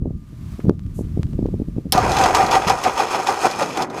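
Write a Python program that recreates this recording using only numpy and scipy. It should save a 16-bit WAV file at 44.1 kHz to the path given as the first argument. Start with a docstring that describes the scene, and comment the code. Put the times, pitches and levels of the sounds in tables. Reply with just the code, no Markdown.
"""A starter motor cranks a cold diesel on a tracked machine in a windy gravel yard.
The pinion slams in and the gears grind the flywheel over: noisy tooth contacts swell on every compression
stroke, gear teeth clack as noise bursts and the bell housing rings as sagging sines.
A dull engine rumble comes up late. Wind buffets the microphone with filtered noise and soft single swings;
behind it lie the yard's air noise, a far fan's hum, a short hiss, ticks and a scrape."""
import sys
import numpy as np
from scipy import signal
from scipy.fft import rfft, irfft
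from scipy.io import wavfile
from scipy.ndimage import uniform_filter1d

SR = 44100
rng = np.random.default_rng(int(sys.argv[2]) if len(sys.argv) > 2 else 0)


def generate_wav(signal):
    """Clip the signal to [-1, 1] and save it as 16-bit WAV at the path in sys.argv[1]."""
    frames = np.transpose(np.atleast_2d(signal))
    scaled = np.clip(frames, -1, 1) * 32767
    pcm = np.round(scaled).astype(np.int16)
    wavfile.write(sys.argv[1], SR, pcm)


N = 176400  # samples

# Steady grinding of the starter under the strokes: [t/s, growl level/dB, gear hiss level/dB]
CRANK_LEVELS = [(1.921, -90, -90), (1.925, -21.5, -36), (1.95, -18.5, -29), (2.05, -20, -30),
                (2.14, -21, -26.5), (2.25, -15, -20.5), (2.33, -21, -31.5), (2.5, -22, -30),
                (2.8, -32, -32.5), (3.2, -27.5, -31.5), (3.7, -34.5, -32.5), (3.85, -74, -37.5),
                (3.868, -63, -74), (3.905, -32, -49.5), (4.0, -31, -31)]
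# Compression strokes, timed where the swell begins: [t/s, growl level/dB, gear hiss level/dB, hold/s]
COMPRESSION_STROKES = [(2.335, -19.5, -23.5, 0.092), (2.504, -18, -20.5, 0.058), (2.663, -14, -22.5, 0.041),
                       (2.82, -16.5, -26, 0.058), (2.963, -18, -23, 0.052), (3.095, -18.5, -24.5, 0.065),
                       (3.254, -17.5, -22.5, 0.046), (3.404, -18, -24, 0.061), (3.577, -18, -26, 0.038),
                       (3.74, -20.5, -35, 0.089)]
GROWL_RISE_S, GROWL_FALL_DB_PER_S = 0.052, 285
HISS_RISE_S, HISS_FALL_DB_PER_S = 0.019, 389
# Tone balance of the low grinding: [f/Hz, relative level/dB]
GROWL_SPECTRUM = [(70, -22), (227, -15.5), (376, -7.5), (659, -10), (773, -5.5), (1700, -22.5),
                  (2210, -23.5), (3740, -120)]
# Tone balance of the gear hiss: [f/Hz, relative level/dB]
GEAR_HISS_SPECTRUM = [(880, 10.5), (1500, 3.5), (2160, -7.5), (2380, 8.5), (2850, -2), (6510, -3.5),
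                      (11500, -15.5), (15800, -29)]
TEETH_PER_S, TEETH_SPREAD_DB, TOOTH_T60_S = 250, 4, 0.011
# Resonances of block and covers: [f/Hz, relative level/dB]
CASTING_MODES = [(765, 10.5), (915, 2.5), (1000, 1.5), (1200, 6.5), (1810, -8.5), (1990, -14),
                 (2420, -19.5), (3510, -15.5), (5250, -19), (5750, -17.5), (6550, -21.5)]
CASTING_Q, SHIMMER_DB = 36, 2
CASTING_IN_GROWL_DB, CASTING_IN_HISS_DB = -4.5, -3.5  # before growl and hiss are levelled

# Bell housing driven into ringing: [t/s at full swell, main mode level/dB, f/Hz, hold/s]
HOUSING_RINGS = [(1.981, -7.5, 753, 0.0068), (2.167, -15.5, 850, 0.012), (2.199, -13, 802.5, 0.048),
                 (2.351, -12, 974, 0.0033), (2.403, -14, 813, 0.042), (2.53, -12.5, 934, 0.016),
                 (2.567, -9.5, 789, 0.011), (2.702, -6, 776, 0.0023), (2.725, -16, 781, 0.0097),
                 (2.864, -9.5, 742, 0.0036), (2.972, -17.5, 942, 0.0037), (2.999, -10.5, 834, 0.0042),
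                 (3.29, -9.5, 789, 0.0026), (3.31, -14.5, 781, 0.0051), (3.446, -9.5, 756, 0.0074),
                 (3.617, -13.5, 568, 0.0061)]
RING_RISE_S, RING_T60_S, RING_SAG_HZ_PER_S = 0.00448, 0.054, 1270
RING_UPPER_HZ, RING_UPPER_DB = 1204, -12.5  # second mode, relative to the first

# Gear backlash clacks: [t/s, level/dB]
BACKLASH_CLACKS = [(1.9556, -26), (1.9776, -22), (2.1172, -23), (2.145, -32), (2.1666, -21),
                   (2.1857, -19.5), (2.2371, -18), (2.348, -15), (2.463, -25.5), (2.5112, -21),
                   (2.676, -23), (2.6964, -18.5), (2.837, -22), (3.27, -25), (3.511, -27), (3.6233, -25),
                   (3.7718, -25), (3.8212, -23), (3.9, -39)]
CLACK_TOP_DB, CLACK_T60_S, CLACK_SPLIT_HZ = -12.5, 0.058, 6770
CLACK_RING_DB = -14  # casting against the clacks, rms
ENGAGE_S, ENGAGE_DB, ENGAGE_TOP_DB, ENGAGE_T60_S = 1.9222, -13, 3, 0.083
# Ring of the pinion in the slam, mixed in at half amplitude: [f/Hz, relative level/dB, t60/s]
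PINION_MODES = [(5320, 8, 0.045)]

RUMBLE_S, RUMBLE_DB = 3.5, -32

# Wind on the microphone: [t/s, level/dB]
GUST_LEVELS = [(0, -29), (.1, -23), (.27, -41.5), (.33, -32.5), (.6, -32), (.8, -30.5), (1.05, -26),
               (1.47, -22.5), (1.85, -37.5), (2.03, -22.5), (2.17, -25.5), (2.56, -35), (2.71, -28.5),
               (2.82, -43), (4, -60)]
# Tone balance of the wind: [f/Hz, relative level per Hz/dB]
WIND_SPECTRUM = [(30, -0.5), (90, 3.5), (180, -1), (280, -12), (420, -25.5), (600, -45)]
LUMPS_DB, LUMPS_PER_S = 2.6, 25
# Single buffets, timed at their crest: [t/s, level/dB, f/Hz]
WIND_BUFFETS = [(0.024, -12.5, 118), (0.058, -12, 269), (0.073, -15.5, 196), (0.108, -17, 233),
                (0.331, -29, 196), (0.646, -11.5, 158), (0.594, -17.5, 270), (0.655, -15.5, 276),
                (0.669, -8, 154.0), (0.685, -5, 154), (0.696, 1.5, 296), (0.710, -15.5, 280),
                (0.992, -15, 345), (1.011, -13.5, 216), (1.175, -8.5, 239), (1.196, -10, 152),
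                (1.338, -14, 174), (1.392, -8.5, 254), (1.428, -11, 233), (1.458, -8, 313),
                (1.488, -16, 274), (1.542, -11, 245), (1.601, -10.5, 210), (1.62, -12.5, 228),
                (1.686, -15.5, 183.0), (1.767, -13, 121), (1.784, -9.5, 237), (1.857, -16.5, 190),
                (1.868, -18.5, 198), (1.953, -9, 152), (2.671, -14, 153)]
BUFFET_CYCLES, BUFFET_EDGE_DB = 0.38, -15.5
WAKE_DB, WAKE_T60_S, WAKE_HZ = -13.5, 0.12, 306  # turbulence after a buffet, relative to it

# Tone balance of the yard's air noise: [f/Hz, relative level per Hz/dB]
YARD_SPECTRUM = [(350, -41), (600, -0.5), (800, -7), (1170, -1.5), (1380, -6.5), (6860, -14.5),
                 (15800, -21)]
# Level the air noise wavers about: [t/s, level/dB]
YARD_LEVELS = [(0, -69), (.4, -57), (.52, -52), (.69, -57), (.71, -64.5), (.93, -59.5), (1.05, -56.5),
               (1.92, -60), (4, -71)]
# A far fan: [f/Hz, rms level/dB]
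FAN_HUM = [(1200, -70)]
# Small ticks nearby, level before their band-pass: [t/s, level/dB]
NEARBY_TICKS = [(0.6956, -18), (0.7940, -28), (0.8650, -33), (1.2317, -16), (1.269, -32.5), (1.3330, -30),
                (1.464, -30)]
TICK_T60_S = 0.00081
PUFF_S, PUFF_LENGTH_S, PUFF_DB, PUFF_LOW_HZ, PUFF_HIGH_HZ = 0.939, 0.093, -52, 6000, 12100
SCRAPE_S, SCRAPE_DB, SCRAPE_T60_S = .6015, -38.5, 0.037

CUTOFF_HZ = 16400


def from_db(db):
    """Decibels to gain."""
    return 10 ** (np.asarray(db) / 20)


def rms_one(x):
    """Scale to unit rms."""
    return x / np.sqrt(np.mean(x ** 2) + 1e-20)


def in_time(rows):
    """Table columns as sample-rate curves."""
    s, *columns = np.transpose(rows)
    return [np.interp(np.arange(N) / SR, s, c) for c in columns]


def drift(rate_hz):
    """Slow random wander of rms 1: low-passed noise made at a twentieth of the sample rate."""
    pole = np.exp(-40 * np.pi * rate_hz / SR)
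    noise = rng.standard_normal(N // 20 + 2002)
    slow = signal.lfilter([1], [1, -2 * pole, pole * pole], noise)[2000:]  # drop the settling
    return np.interp(np.arange(N) / 20, np.arange(len(slow)), rms_one(slow))


def band(x, low_hz, high_hz):
    """Second-order band-pass."""
    edges = [low_hz, min(high_hz, .45 * SR)]
    return signal.sosfilt(signal.butter(2, edges, "band", fs=SR, output="sos"), x)


def colour(x, spectrum):
    """Give a flat signal a spectrum, falling away beyond its ends; rms 1."""
    hz, db = np.transpose(spectrum)
    log_f = np.log(np.maximum(np.arange(N // 2 + 1) * SR / N, 1))
    beyond = np.maximum(np.log(hz[0]) - log_f, 0) + np.maximum(log_f - np.log(hz[-1]), 0)
    gain = from_db(np.interp(log_f, np.log(hz), db) - 44 * beyond)
    return rms_one(irfft(rfft(x) * gain, N))


def add(out, s, x):
    """Mix x into out from time s."""
    i = max(int(s * SR), 0)
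    out[i:i + len(x)] += x[:N - i]


def starter():
    """Grinding gears: growl below, gear hiss above, the casting's resonances ringing in both."""
    growl_db, hiss_db = in_time(CRANK_LEVELS)
    contact = teeth()
    body = casting(contact)
    low_body = from_db(CASTING_IN_GROWL_DB) * band(body, 310, 1390)
    high_body = from_db(CASTING_IN_HISS_DB) * rms_one(band(body, 2330, 9300))
    growl = rms_one(colour(contact, GROWL_SPECTRUM) + low_body) * from_db(0.81 * drift(27))
    hiss = rms_one(colour(contact, GEAR_HISS_SPECTRUM) + high_body) * from_db(0.77 * drift(44))
    growl_gain = stroke_gain(growl_db, 1, GROWL_RISE_S, GROWL_FALL_DB_PER_S)
    hiss_gain = stroke_gain(hiss_db, 2, HISS_RISE_S, HISS_FALL_DB_PER_S)
    return growl * growl_gain + hiss * hiss_gain


def stroke_gain(steady_db, column, rise_s, fall_db_per_s):
    """Steady level plus one rise, hold and fall for every compression stroke, summed as power."""
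    t, power = np.arange(N) / SR, from_db(steady_db) ** 2
    for row in COMPRESSION_STROKES:
        age, hold = t - row[0], row[3]  # the hold includes the rise
        fall_db = fall_db_per_s * np.maximum(age - hold, 0)
        swell = np.clip(age / rise_s, 0, 1) * from_db(row[column] - fall_db)
        power = power + swell ** 2
    return np.sqrt(power)


def teeth():
    """Dense uneven tooth contacts, each a tiny dying noise burst, over a steady bed; flat in spectrum."""
    sizes = from_db(2 * TEETH_SPREAD_DB * np.minimum(rng.exponential(1, N), 2))  # as power
    hits = sizes * (rng.random(N) < TEETH_PER_S / SR)
    power = signal.lfilter([1], [1, -from_db(-120 / (TOOTH_T60_S * SR))], hits)
    return rms_one(np.sqrt(power / power.mean() + 1.81) * rng.standard_normal(N))


def casting(x):
    """The block's resonances ring on whatever shakes it, each swelling and fading on its own."""
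    out = 0
    for k, (hz, db) in enumerate(CASTING_MODES):
        pole = np.exp(-np.pi * hz / CASTING_Q / SR)
        poles = [1, -2 * pole * np.cos(2 * np.pi * hz / SR), pole * pole]
        mode = rms_one(signal.lfilter([1, 0, -1], poles, x))
        sign = (-1) ** k  # neighbours alternate in polarity
        out = out + sign * from_db(db + SHIMMER_DB * drift(23)) * mode
    return rms_one(out)


def housing():
    """The bell housing rings in two modes: each ring swells, holds and dies, its main pitch sagging."""
    out, t = np.zeros(N), np.arange(SR // 8) / SR
    for s, db, hz, hold in HOUSING_RINGS:
        decay = from_db(-60 * np.maximum(t - RING_RISE_S - hold, 0) / RING_T60_S)
        shape = np.clip(t / RING_RISE_S, 0, 1) * decay
        main = np.sin(2 * np.pi * (hz - RING_SAG_HZ_PER_S * t / 2) * t)
        upper = from_db(RING_UPPER_DB) * np.sin(2 * np.pi * RING_UPPER_HZ * t)
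        add(out, s - RING_RISE_S, from_db(db) * shape * (main + upper))
    return out


def clacks():
    """The engaging slam with the pinion's ring, then the backlash clacks, which also ring the casting."""
    slam, out, t = np.zeros(N), np.zeros(N), np.arange(SR // 8) / SR
    ring = sum(from_db(db - 60 * t / t60) * np.sin(2 * np.pi * hz * t) for hz, db, t60 in PINION_MODES)
    impact = clack(rng.standard_normal(len(t)), ENGAGE_TOP_DB, ENGAGE_T60_S)
    add(slam, ENGAGE_S, from_db(ENGAGE_DB) * (impact + ring / 2))
    noises = rng.standard_normal((len(BACKLASH_CLACKS), len(t)))
    for (s, db), noise in zip(BACKLASH_CLACKS, noises):
        add(out, s, from_db(db) * clack(noise, CLACK_TOP_DB, CLACK_T60_S))
    body = rms_one(band(casting(out + 1e-18), 1300, 17000)) * np.std(out)
    return slam + out + from_db(CLACK_RING_DB) * body


def clack(noise, top_db, t60):
    """A sharp metal contact: a burst that dies, the top dying twice as fast."""
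    fade = from_db(-60 * np.arange(len(noise)) / SR / t60)
    top = rms_one(band(noise, CLACK_SPLIT_HZ, 12100)) * from_db(top_db) * fade
    return (rms_one(band(noise, 2900, CLACK_SPLIT_HZ)) + top) * fade


def rumble():
    """Dull engine rumble: band-passed noise that swells in a tenth of a second and stays."""
    rise = np.clip((np.arange(N) / SR - RUMBLE_S) * 10, 0, 1)
    return from_db(RUMBLE_DB) * rise * rms_one(band(rng.standard_normal(N), 118, 570))


def wind():
    """Lumpy rumble under the gust curve, plus buffets: one soft swing with a sharper crest and a wake."""
    gust_db, = in_time(GUST_LEVELS)
    lumps = rms_one(from_db(LUMPS_DB * drift(LUMPS_PER_S)))
    out = from_db(gust_db) * colour(rng.standard_normal(N), WIND_SPECTRUM) * lumps
    wake_power, fade = np.zeros(N), from_db(-120 * np.arange(SR // 4) / SR / WAKE_T60_S)
    phases = rng.uniform(-1.26, -0.34, (len(WIND_BUFFETS), 1))
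    for (s, db, hz), phase in zip(WIND_BUFFETS, phases):
        turn = np.arange(-2, 4, hz / SR)  # cycles from the crest
        width = BUFFET_CYCLES * np.where(turn > 0, 1.2, 1)  # slower away than in
        swing = np.cos(2 * np.pi * turn + phase) * np.exp(-(turn / width) ** 2)
        crest = from_db(BUFFET_EDGE_DB) * np.cos(2 * np.pi * 2.19 * turn) * np.exp(-(turn / 0.27) ** 2)
        add(out, s - 2 / hz, from_db(db) * (swing + crest))
        add(wake_power, s - .006, from_db(2 * (db + WAKE_DB)) * fade)
    low_pass = signal.butter(3, WAKE_HZ, fs=SR, output="sos")
    churn = rms_one(signal.sosfilt(low_pass, band(rng.standard_normal(N), 45, 690)))
    wake_gain = np.sqrt(np.maximum(uniform_filter1d(wake_power, size=300), 0))
    return out + wake_gain * churn


def yard():
    """Far air noise, a fan's faint sine hum, a short bright hiss, filtered ticks and a noise scrape."""
    t = np.arange(N) / SR
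    level_db, = in_time(YARD_LEVELS)
    out = from_db(level_db + 0.74 * drift(30)) * colour(rng.standard_normal(N), YARD_SPECTRUM)
    out += sum(np.sqrt(2) * from_db(db) * np.sin(2 * np.pi * hz * t) for hz, db in FAN_HUM)
    puff = np.sin(np.pi * np.clip((t - PUFF_S) / PUFF_LENGTH_S, 0, 1)) ** .6
    out += from_db(PUFF_DB) * puff * rms_one(band(rng.standard_normal(N), PUFF_LOW_HZ, PUFF_HIGH_HZ))
    tick = band(from_db(-60 * t[:600] / TICK_T60_S), 500, 8200)
    for s, db in NEARBY_TICKS:
        add(out, s, from_db(db) * tick)
    scrape = rms_one(band(rng.standard_normal(900), 900, 2000))
    add(out, SCRAPE_S, from_db(SCRAPE_DB - 60 * t[:900] / SCRAPE_T60_S) * scrape)
    return out


def scene():
    """Everything at one microphone."""
    return (starter() + housing() + clacks() + rumble() + wind() + yard())[None]


def record(dry):
    """Peaks clip near full scale and a steep low-pass cuts the top."""
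    low_pass = signal.cheby2(16, 80, CUTOFF_HZ, fs=SR, output="sos")
    return signal.sosfilt(low_pass, np.clip(dry, -.96, .96))


dry = scene()
out = record(dry)
generate_wav(out)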